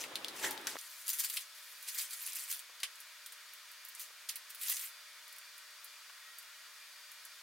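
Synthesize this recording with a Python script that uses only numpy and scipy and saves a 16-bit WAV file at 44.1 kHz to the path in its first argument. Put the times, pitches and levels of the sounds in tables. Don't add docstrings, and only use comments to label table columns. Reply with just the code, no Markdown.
import sys
import numpy as np
from scipy import signal
from scipy.fft import rfft, irfft, next_fast_len
from scipy.io import wavfile
from scipy.ndimage import uniform_filter1d

SR = 44100
rng = np.random.default_rng(int(sys.argv[2]) if len(sys.argv) > 2 else 0)


def pcm_store(signal):
    levels = np.round(np.clip(np.atleast_2d(signal), -1, 1) * 32767)
    wavfile.write(sys.argv[1], SR, levels.astype(np.int16).T)


N = 327222
TIME = np.arange(N) / SR
RUSH_END_S = .772


def from_db(db):
    return 10 ** (np.asarray(db) / 20)


def rms_one(x):
    return x / np.sqrt(np.mean(x ** 2) + 1e-20)


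def steady(x, window_s=0.024):
    power = uniform_filter1d(np.mean(x ** 2, axis=0), size=int(window_s * SR))
    return x / np.sqrt(power + 1e-20)


def add(track, s, sound):
    at = max(round(s * SR), 0)
    track[..., at:at + sound.shape[-1]] += sound[..., :N - at]


def cut(x, hz, kind, order=2):
    return signal.sosfilt(signal.butter(order, min(hz, .45 * SR), kind, fs=SR, output="sos"), x)


def resonate(x, hz, width_hz):
    r = np.exp(-np.pi * width_hz / SR)
    feedback = [1, -2 * r * np.cos(2 * np.pi * hz / SR), r * r]
    return signal.lfilter(np.array([1, 0, -1]) * (1 - r * r) / 2, feedback, x)


def coloured(x, spectrum):
    hz, db = np.transpose(spectrum)
    size = next_fast_len(N + SR // 4)
    bins = np.maximum(np.fft.rfftfreq(size, 1 / SR), 1)
    gain = from_db(np.interp(np.log(bins), np.log(hz), db))
    return rms_one(irfft(rfft(x, size) * gain, size)[..., :N])


def drift(rate):
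    knots = rng.standard_normal(int(rate * N / SR) + 2)
    return rms_one(np.interp(TIME * rate, np.arange(len(knots)), knots))


def stereo_noise(width):
    hz, db = np.transpose(width)
    mid, side = rng.standard_normal((2, N))
    bins = np.maximum(np.fft.rfftfreq(N, 1 / SR), 1)
    side = irfft(rfft(side) * from_db(np.interp(np.log(bins), np.log(hz), db)), N)
    return mid + side * np.array([[1], [-1]])


def grains(per_s, spread_db, size, pan_db=5.5):
    born = rng.random(size) < per_s / SR
    strength = from_db(spread_db * np.minimum(rng.exponential(1, size), 5))
    strength = strength * rng.choice([-1, 1], size)
    pan = from_db(pan_db * rng.standard_normal(size) * np.array([[.5], [-.5]]))
    return rms_one(born * strength * pan)


def swell(start, end, rise_s, fall_s):
    before = np.maximum((start - TIME) / rise_s, 0)
    after = np.maximum((TIME - end) / fall_s, 0)
    return np.exp(-np.minimum(before + after, 20))


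def jerks(per_s, fall_s, spread_db):
    slips = (rng.random(N) < per_s / SR) * from_db(spread_db * rng.uniform(-0.57, 1, N))
    power = signal.lfilter([1], [1, -np.exp(-2 / (fall_s * SR))], slips ** 2 + 1e-18)
    return rms_one(np.sqrt(power))


def appliance(hum_db=2.0, whine_db=1.0, whine_waver_db=2.0, whine_width_hz=18, walls_db=-10.0):
    # (frequency [Hz], relative level [dB])
    hiss_spectrum = [(24, -70), (40, -43), (150, -37.5), (243, -34), (276, -32), (305, -27.5), (329, -34),
                     (440, -17.5), (542, -25.5), (585, -14.5), (831, -13), (918, -6), (1370, 0.5),
                     (2980, -2.5), (4570, -2.5), (16000, -13)]
    # (frequency [Hz], side minus mid [dB])
    hiss_width = [(110, -8), (200, -8), (380, -18.5), (1290, -22), (2380, -11.5), (4400, -3.5), (8120, -10),
                  (15000, -27)]
    # (frequency [Hz], rms level before hum_db [dB])
    hum_tones = [(274.5, -100.5), (597.5, -83.5)]
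    # (frequency [Hz], rms level before whine_db and waver [dB])
    whine_bands = [(1200, -78.5), (1394, -76), (1895, -72), (2229, -74), (2401, -71), (3499, -74),
                   (4673, -70.5)]
    air_db = -54.5
    drone_hz, drone_width_hz, drone_db, drone_waver_db = 460, 20, -91, 2

    walls = from_db(walls_db) * rng.standard_normal((1, SR // 30)) / np.sqrt(SR // 30)
    flow = stereo_noise(hiss_width)
    flow = flow + signal.fftconvolve(flow, walls, mode="same", axes=1)
    hiss = from_db(air_db) * coloured(flow, hiss_spectrum)

    hum = sum(from_db(db + hum_db) * np.sqrt(2) * np.sin(2 * np.pi * hz * TIME) for hz, db in hum_tones)

    air = stereo_noise(hiss_width)
    whine = 0
    for hz, db in whine_bands:
        level = from_db(db + whine_db + whine_waver_db * drift(6))
        whine = whine + level * rms_one(resonate(air, hz, whine_width_hz))

    drone = resonate(resonate(air, drone_hz, drone_width_hz), drone_hz, drone_hz / 10)
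    drone = from_db(drone_db + drone_waver_db * drift(7)) * rms_one(drone)
    return hiss + hum + drone + cut(whine, 880, "high", order=4)


def low_rush(rough_db=1.0, ring_waver_db=4.0):
    # (frequency [Hz], relative level [dB])
    rush_spectrum = [(24, -55), (40, -24), (120, -9), (155, -12), (240, -2), (310, 2.5), (470, .5),
                     (760, -1), (1110, -1), (1910, -4.5), (2420, -6.5), (3000, -6.5), (3900, -6),
                     (6600, -120)]
    # (frequency [Hz], width [Hz], relative level [dB])
    hollows = [(373, 19, -14), (872, 51, -6), (1327, 24, -12), (1810, 340, -7)]
    rush_db = -51.5
    swell_s, swell_db, swell_rise_s, swell_fall_s = 0.443, -42.5, 0.017, 0.087

    surge = from_db(swell_db) * swell(swell_s, swell_s, swell_rise_s, swell_fall_s)
    sounding = np.clip((RUSH_END_S - TIME) / 0.0044, 0, 1)
    noise = stereo_noise([(200, -18.5), (1400, -3.5)])
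    rings = 0
    for hz, width_hz, db in hollows:
        ring = steady(resonate(resonate(noise, hz, width_hz), hz, hz / 2))
        rings = rings + from_db(db + ring_waver_db * drift(15.1)) * ring

    rush = coloured(noise, rush_spectrum)
    low = cut(rush, 1000, "low")
    rush = rush - low + np.std(low) * steady(low)
    rush = rush * np.hypot(from_db(rush_db), surge) + rings * surge
    return cut(rush * sounding * from_db(rough_db * drift(39.5)), 85, "high")


def wrinkles(fizz_db=2.0, patchy_db=3.5, crinkle_db=-8.5):
    # (frequency [Hz], relative level [dB])
    film_spectrum = [(290, -47), (500, -36), (586, -28.5), (843, -20), (1090, -15), (1620, -9.5),
                     (1950, -5), (2330, -6), (5710, -3.5), (10200, 4.5), (15500, 2), (16000, -13.5)]
    runs = np.hypot(from_db(fizz_db), jerks(per_s=300, fall_s=0.0013, spread_db=4.0))
    slips = rms_one(grains(per_s=30000, spread_db=1.5, size=N, pan_db=1.0) * runs)
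    slips = steady(slips, window_s=0.014)
    slips += from_db(crinkle_db) * grains(per_s=220, spread_db=1.6, size=N, pan_db=2.5)
    panels = sum(resonate(slips, hz, hz * 0.18) * drift(70) for hz in np.geomspace(2000, 14000, 8))
    return coloured(slips + (from_db(patchy_db) - 1) * panels, film_spectrum)


def rustle(split_hz=6500, body_db=-6.5, treble_db=-2.5):
    # (start [s], end [s], level before the band trims [dB])
    holds = [(0.365, 0.529, -43.5), (.68, 1.02, -53.5), (1.066, 1.417, -47.5), (1.554, 1.855, -56.5),
             (1.882, 2.05, -45), (2.107, 2.252, -47.5), (2.265, 2.31, -44.5), (2.363, 2.447, -44),
             (2.49, 2.56, -46.5), (4.618, 4.767, -42.5), (4.8, 4.848, -43)]
    # (time [s], peak level before the band trims [dB], rise time constant [s])
    crushes = [(0.01, -37.5, 0.017), (0.393, -38.5, 0.01), (0.441, -30.5, 0.018), (0.7, -40, 0.022),
               (1.1, -34, 0.0085), (1.137, -36, 0.0093), (1.203, -31, 0.011), (1.239, -33, .003),
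               (1.248, -30, 0.0081), (1.341, -40.5, 0.0083), (1.888, -35.5, 0.0055), (1.955, -40, 0.0071),
               (1.989, -34, 0.017), (2.136, -38, 0.0076), (2.22, -42.5, 0.014), (2.276, -40.5, 0.01),
               (2.364, -43, 0.025), (2.44, -42, .008), (2.514, -37.5, 0.018), (4.012, -43.5, 0.018),
               (4.506, -47, 0.0089), (4.685, -36, 0.018), (4.699, -30.5, 0.005), (4.723, -33.5, 0.0066)]
    grip_s, let_go_s = 0.017, 0.032
    crush_fall = 1.7
    firm_db, body_growth = -29, 0.024
    dull_db = -9

    power = sum((from_db(db) * swell(start, end, grip_s, let_go_s)) ** 2 for start, end, db in holds)
    for s, db, rise_s in crushes:
        power = power + (from_db(db) * swell(s, s, rise_s, rise_s * crush_fall)) ** 2
    level = 10 * np.log10(power)
    body = from_db(level + body_db + body_growth * (level - firm_db))
    treble = from_db(level + treble_db + dull_db * (TIME < RUSH_END_S))
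    film = wrinkles()
    low = cut(film, split_hz, "low", order=3)
    high = cut(film, split_hz, "high", order=3)
    return rms_one(low) * body + rms_one(high) * treble


def snaps(crack_db=0.0, body_db=1.0, treble_db=3.0, ring_db=-0.5, ring_width_hz=900, low_share=0.68,
          bottom_hz=2700, split_hz=6500, top_hz=7000, scatter_db=3.0, buckle_db=-22, buckle_t60=0.016):
    # (time [s], crack level before crack_db [dB], flutter level before trims [dB],
    # ring [Hz])
    creases = [(0.0382, -26, -41, 2190), (0.155, -19.5, -37.5, 3580), (0.245, -21, -45, 3400),
               (0.282, -26.5, -41.5, 4030), (0.5085, -21, -39, 11700), (.576, -29, -55, 3500),
               (.6125, -37, -65, 11000), (0.6695, -17.5, -34, 5400), (0.7865, -28.5, -44, 6000),
               (.812, -30, -57, 9000), (1.0642, -33, -57, 7000), (1.0695, -28, -46, 6760),
               (1.079, -21, -34, 9150), (1.0885, -26, -48, 8000), (1.091, -14, -42, 13000),
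               (1.131, -24, -44, 11000), (1.169, -34, -50, 12000), (1.186, -23, -36, 12000),
               (1.246, -20, -49, 10000), (1.298, -20, -35.5, 12100), (1.361, -36, -37, 13000),
               (1.3685, -23, -30.5, 3430), (1.826, -31, -44, 9900), (1.946, -33, -40, 13000),
               (2.0105, -27, -35, 6960), (2.1071, -27, -43, 9800), (2.263, -20, -45, 9100),
               (2.321, -29.5, -52, 5770), (2.331, -24, -42, 9900), (2.3555, -23, -43, 10600),
               (2.394, -25, -52, 9100), (2.4995, -30, -43, 10000), (2.5132, -22, -47, 11000),
               (2.5245, -20, -36, 9900), (2.592, -29, -44, 9000), (2.8008, -42, -44.5, 4600),
               (2.8308, -24, -29.5, 2950), (2.8336, -23.5, -54, 6140), (3.2602, -31, -42, 8400),
               (3.321, -35, -46.5, 9400), (3.995, -30, -41.5, 12400), (4.2877, -25, -40, 10600),
               (4.291, -22.5, -46, 4500), (4.2935, -23.5, -32, 5860), (4.356, -28, -36.5, 11100),
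               (4.546, -38, -42.5, 10300), (4.6125, -37, -40, 9000), (4.633, -30, -38, 12100),
               (4.655, -30, -49, 11000), (4.682, -39, -38, 7000), (4.698, -23, -37, 10400),
               (4.716, -20, -34, 12500), (4.7673, -23, -36.5, 6460), (4.7925, -27, -41, 9000)]
    flutter_t60 = 0.082
    even_panel_hz, panel_tilt_db = 7100, 1.5

    out, t = np.zeros((2, N)), TIME[:SR // 8]
    for s, peak, db, hz in creases:
        tilt = panel_tilt_db * np.log2(hz / even_panel_hz)
        bottom, top = min(low_share * hz, bottom_hz), top_hz + hz
        flutter = grains(per_s=16000, spread_db=2.5, size=len(t), pan_db=scatter_db)
        low = cut(cut(flutter, split_hz, "low", order=3), bottom, "high", order=3)
        high = cut(cut(flutter, split_hz, "high", order=3), top, "low", order=3)
        panel = from_db(db - tilt + body_db) * rms_one(low)
        panel = panel + from_db(db + tilt + treble_db) * rms_one(high)
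        panel = panel * from_db(-60 * t / flutter_t60)
        panel = .5 * (panel + from_db(ring_db) * resonate(panel, hz, ring_width_hz))

        buckling = grains(per_s=5200, spread_db=-3.0, size=len(t)) * from_db(buckle_db - 60 * t / buckle_t60)
        click = cut((t == 0) + buckling + 1e-18, bottom, "high", order=3)
        crack = click + 7 * resonate(click, hz, hz * 0.38)
        add(out, s + 0.0013, panel + from_db(peak + crack_db) * crack / np.abs(crack).max())
    return out


def bumps(width_share=0.29):
    # (time [s], level [dB], centre [Hz], T60 [s])
    contacts = [(0.439, -36.5, 1790, 0.18), (.44, -42, 380, 0.089), (0.6695, -35.5, 1560, 0.085),
                (2.8333, -45, 2200, 0.088), (4.304, -75, 225, .12), (6.097, -49, 1500, 0.044)]
    out, t = np.zeros(N), TIME[:SR // 4]
    for s, db, hz, t60 in contacts:
        thud = resonate(rng.standard_normal(len(t)), hz, hz * width_share)
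        thud = resonate(thud, hz, hz * 6.6)
        add(out, s, rms_one(thud) * from_db(db - 60 * t / t60))
    return out


def pops(t60=0.0091):
    # (time [s], peak level [dB], centre [Hz])
    pop_table = [(0.7561, -30.5, 586), (0.7678, -30.5, 950)]
    out, t = np.zeros(N), TIME[:SR // 20]
    for s, db, hz in pop_table:
        click = (t == 0) + 0.08 * rng.standard_normal(len(t)) * from_db(-60 * t / t60)
        pop = resonate(resonate(click, hz, hz), hz, 3 * hz)
        add(out, s, from_db(db) * pop / np.abs(pop).max())
    return out


def bowl(touch_s=0.0014, scatter_db=3.0):
    # (time [s], level [dB], hardness [dB per octave])
    knocks = [(2.695, -63, -3), (2.832, -53.5, 0), (4.103, -63.5, 2), (6.096, -63, 5)]
    # (frequency [Hz], relative level [dB], T60 [s])
    modes = [(356, -13, 0.056), (504, -2, 0.039), (537, -5, .05), (715, -5.5, 0.092), (880, 0, 0.042),
             (1143, 8, 0.061), (1365, -1, 0.04), (1780, 0, .04)]
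    out, t = np.zeros(N), TIME[:SR // 4]
    for s, db, hardness in knocks:
        for hz, mode_db, t60 in modes:
            ring = np.sin(2 * np.pi * (hz * t + rng.random())) * (1 - np.exp(-t / touch_s))
            strength = db + mode_db + hardness * np.log2(hz / 800) + scatter_db * rng.standard_normal()
            add(out, s, ring * from_db(strength - 60 * t / t60))
    return cut(out, 290, "high")


def beans(tick_db=12.0, tear_db=-12.5, t60=0.081, width_hz=5500, low_hz=6500):
    # (time [s], level before tick_db [dB], centre [Hz])
    breaks = [(2.9552, -49, 9000), (3.002, -42.5, 11000), (3.5345, -45.5, 12400), (3.7149, -48, 11700),
              (3.849, -41.5, 13600), (3.885, -41, 13600), (3.949, -41.5, 8540), (5.2785, -48, 11800),
              (5.325, -46, 11200), (5.3615, -49, 12000), (5.383, -45, 11100), (5.5785, -47, 10900),
              (5.8438, -41.5, 11700), (6.3843, -41, 11600), (6.425, -53, 12000), (7.116, -45.5, 11500),
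              (7.2505, -42.5, 10200)]
    out, t = np.zeros((2, N)), TIME[:SR // 10]
    for s, db, hz in breaks:
        fibres = from_db(tear_db - 60 * t / t60) * grains(per_s=8700, spread_db=2.5, size=len(t))
        add(out, s + 0.0015, from_db(db + tick_db) * resonate(3.3 * (t == 0) + fibres, hz, width_hz))
    return cut(out + 1e-18, low_hz, "high", order=2)


def kitchen(x, early_db=-8.5, early_t60=0.12, late_db=-19.0, wall_hz=7000, alike_hz=2200):
    late_t60 = 0.23
    t = TIME[:SR // 2]
    near, far = rng.standard_normal((2, 2, len(t))) * (t > .001)
    near = cut(near, alike_hz, "high") + cut(near[0], alike_hz, "low")
    early = (near + resonate(near, 5600, 3000)) * from_db(-60 * t / early_t60)
    late = cut(far, wall_hz, "low", order=1) * from_db(-60 * t / late_t60)
    echoes = from_db(early_db) * rms_one(early) + from_db(late_db) * rms_one(late)
    return x + signal.fftconvolve(x, echoes / np.sqrt(len(t)), axes=1)[:, :N]


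def scene(room_pan_db=0.74):
    # (time [s], left minus right level [dB])
    bag_place = [(.4, 2), (1.1, 1.5), (2.0, 0.5), (4.0, 1), (4.3, -1.5), (4.7, 0.5)]
    left = np.array([[.5], [-.5]])
    bag_pan = from_db(np.interp(TIME, *np.transpose(bag_place)) * left)
    bag = (rustle() + snaps()) * bag_pan
    echoing = kitchen(bag + beans() + bumps() + bowl())
    unechoed = low_rush() + pops() + appliance()
    return echoing + unechoed * from_db(room_pan_db * left)


def record(dry):
    return signal.sosfilt(signal.ellip(12, .1, 80, 16000, fs=SR, output="sos"), dry)


dry = scene()
out = record(dry)
pcm_store(out)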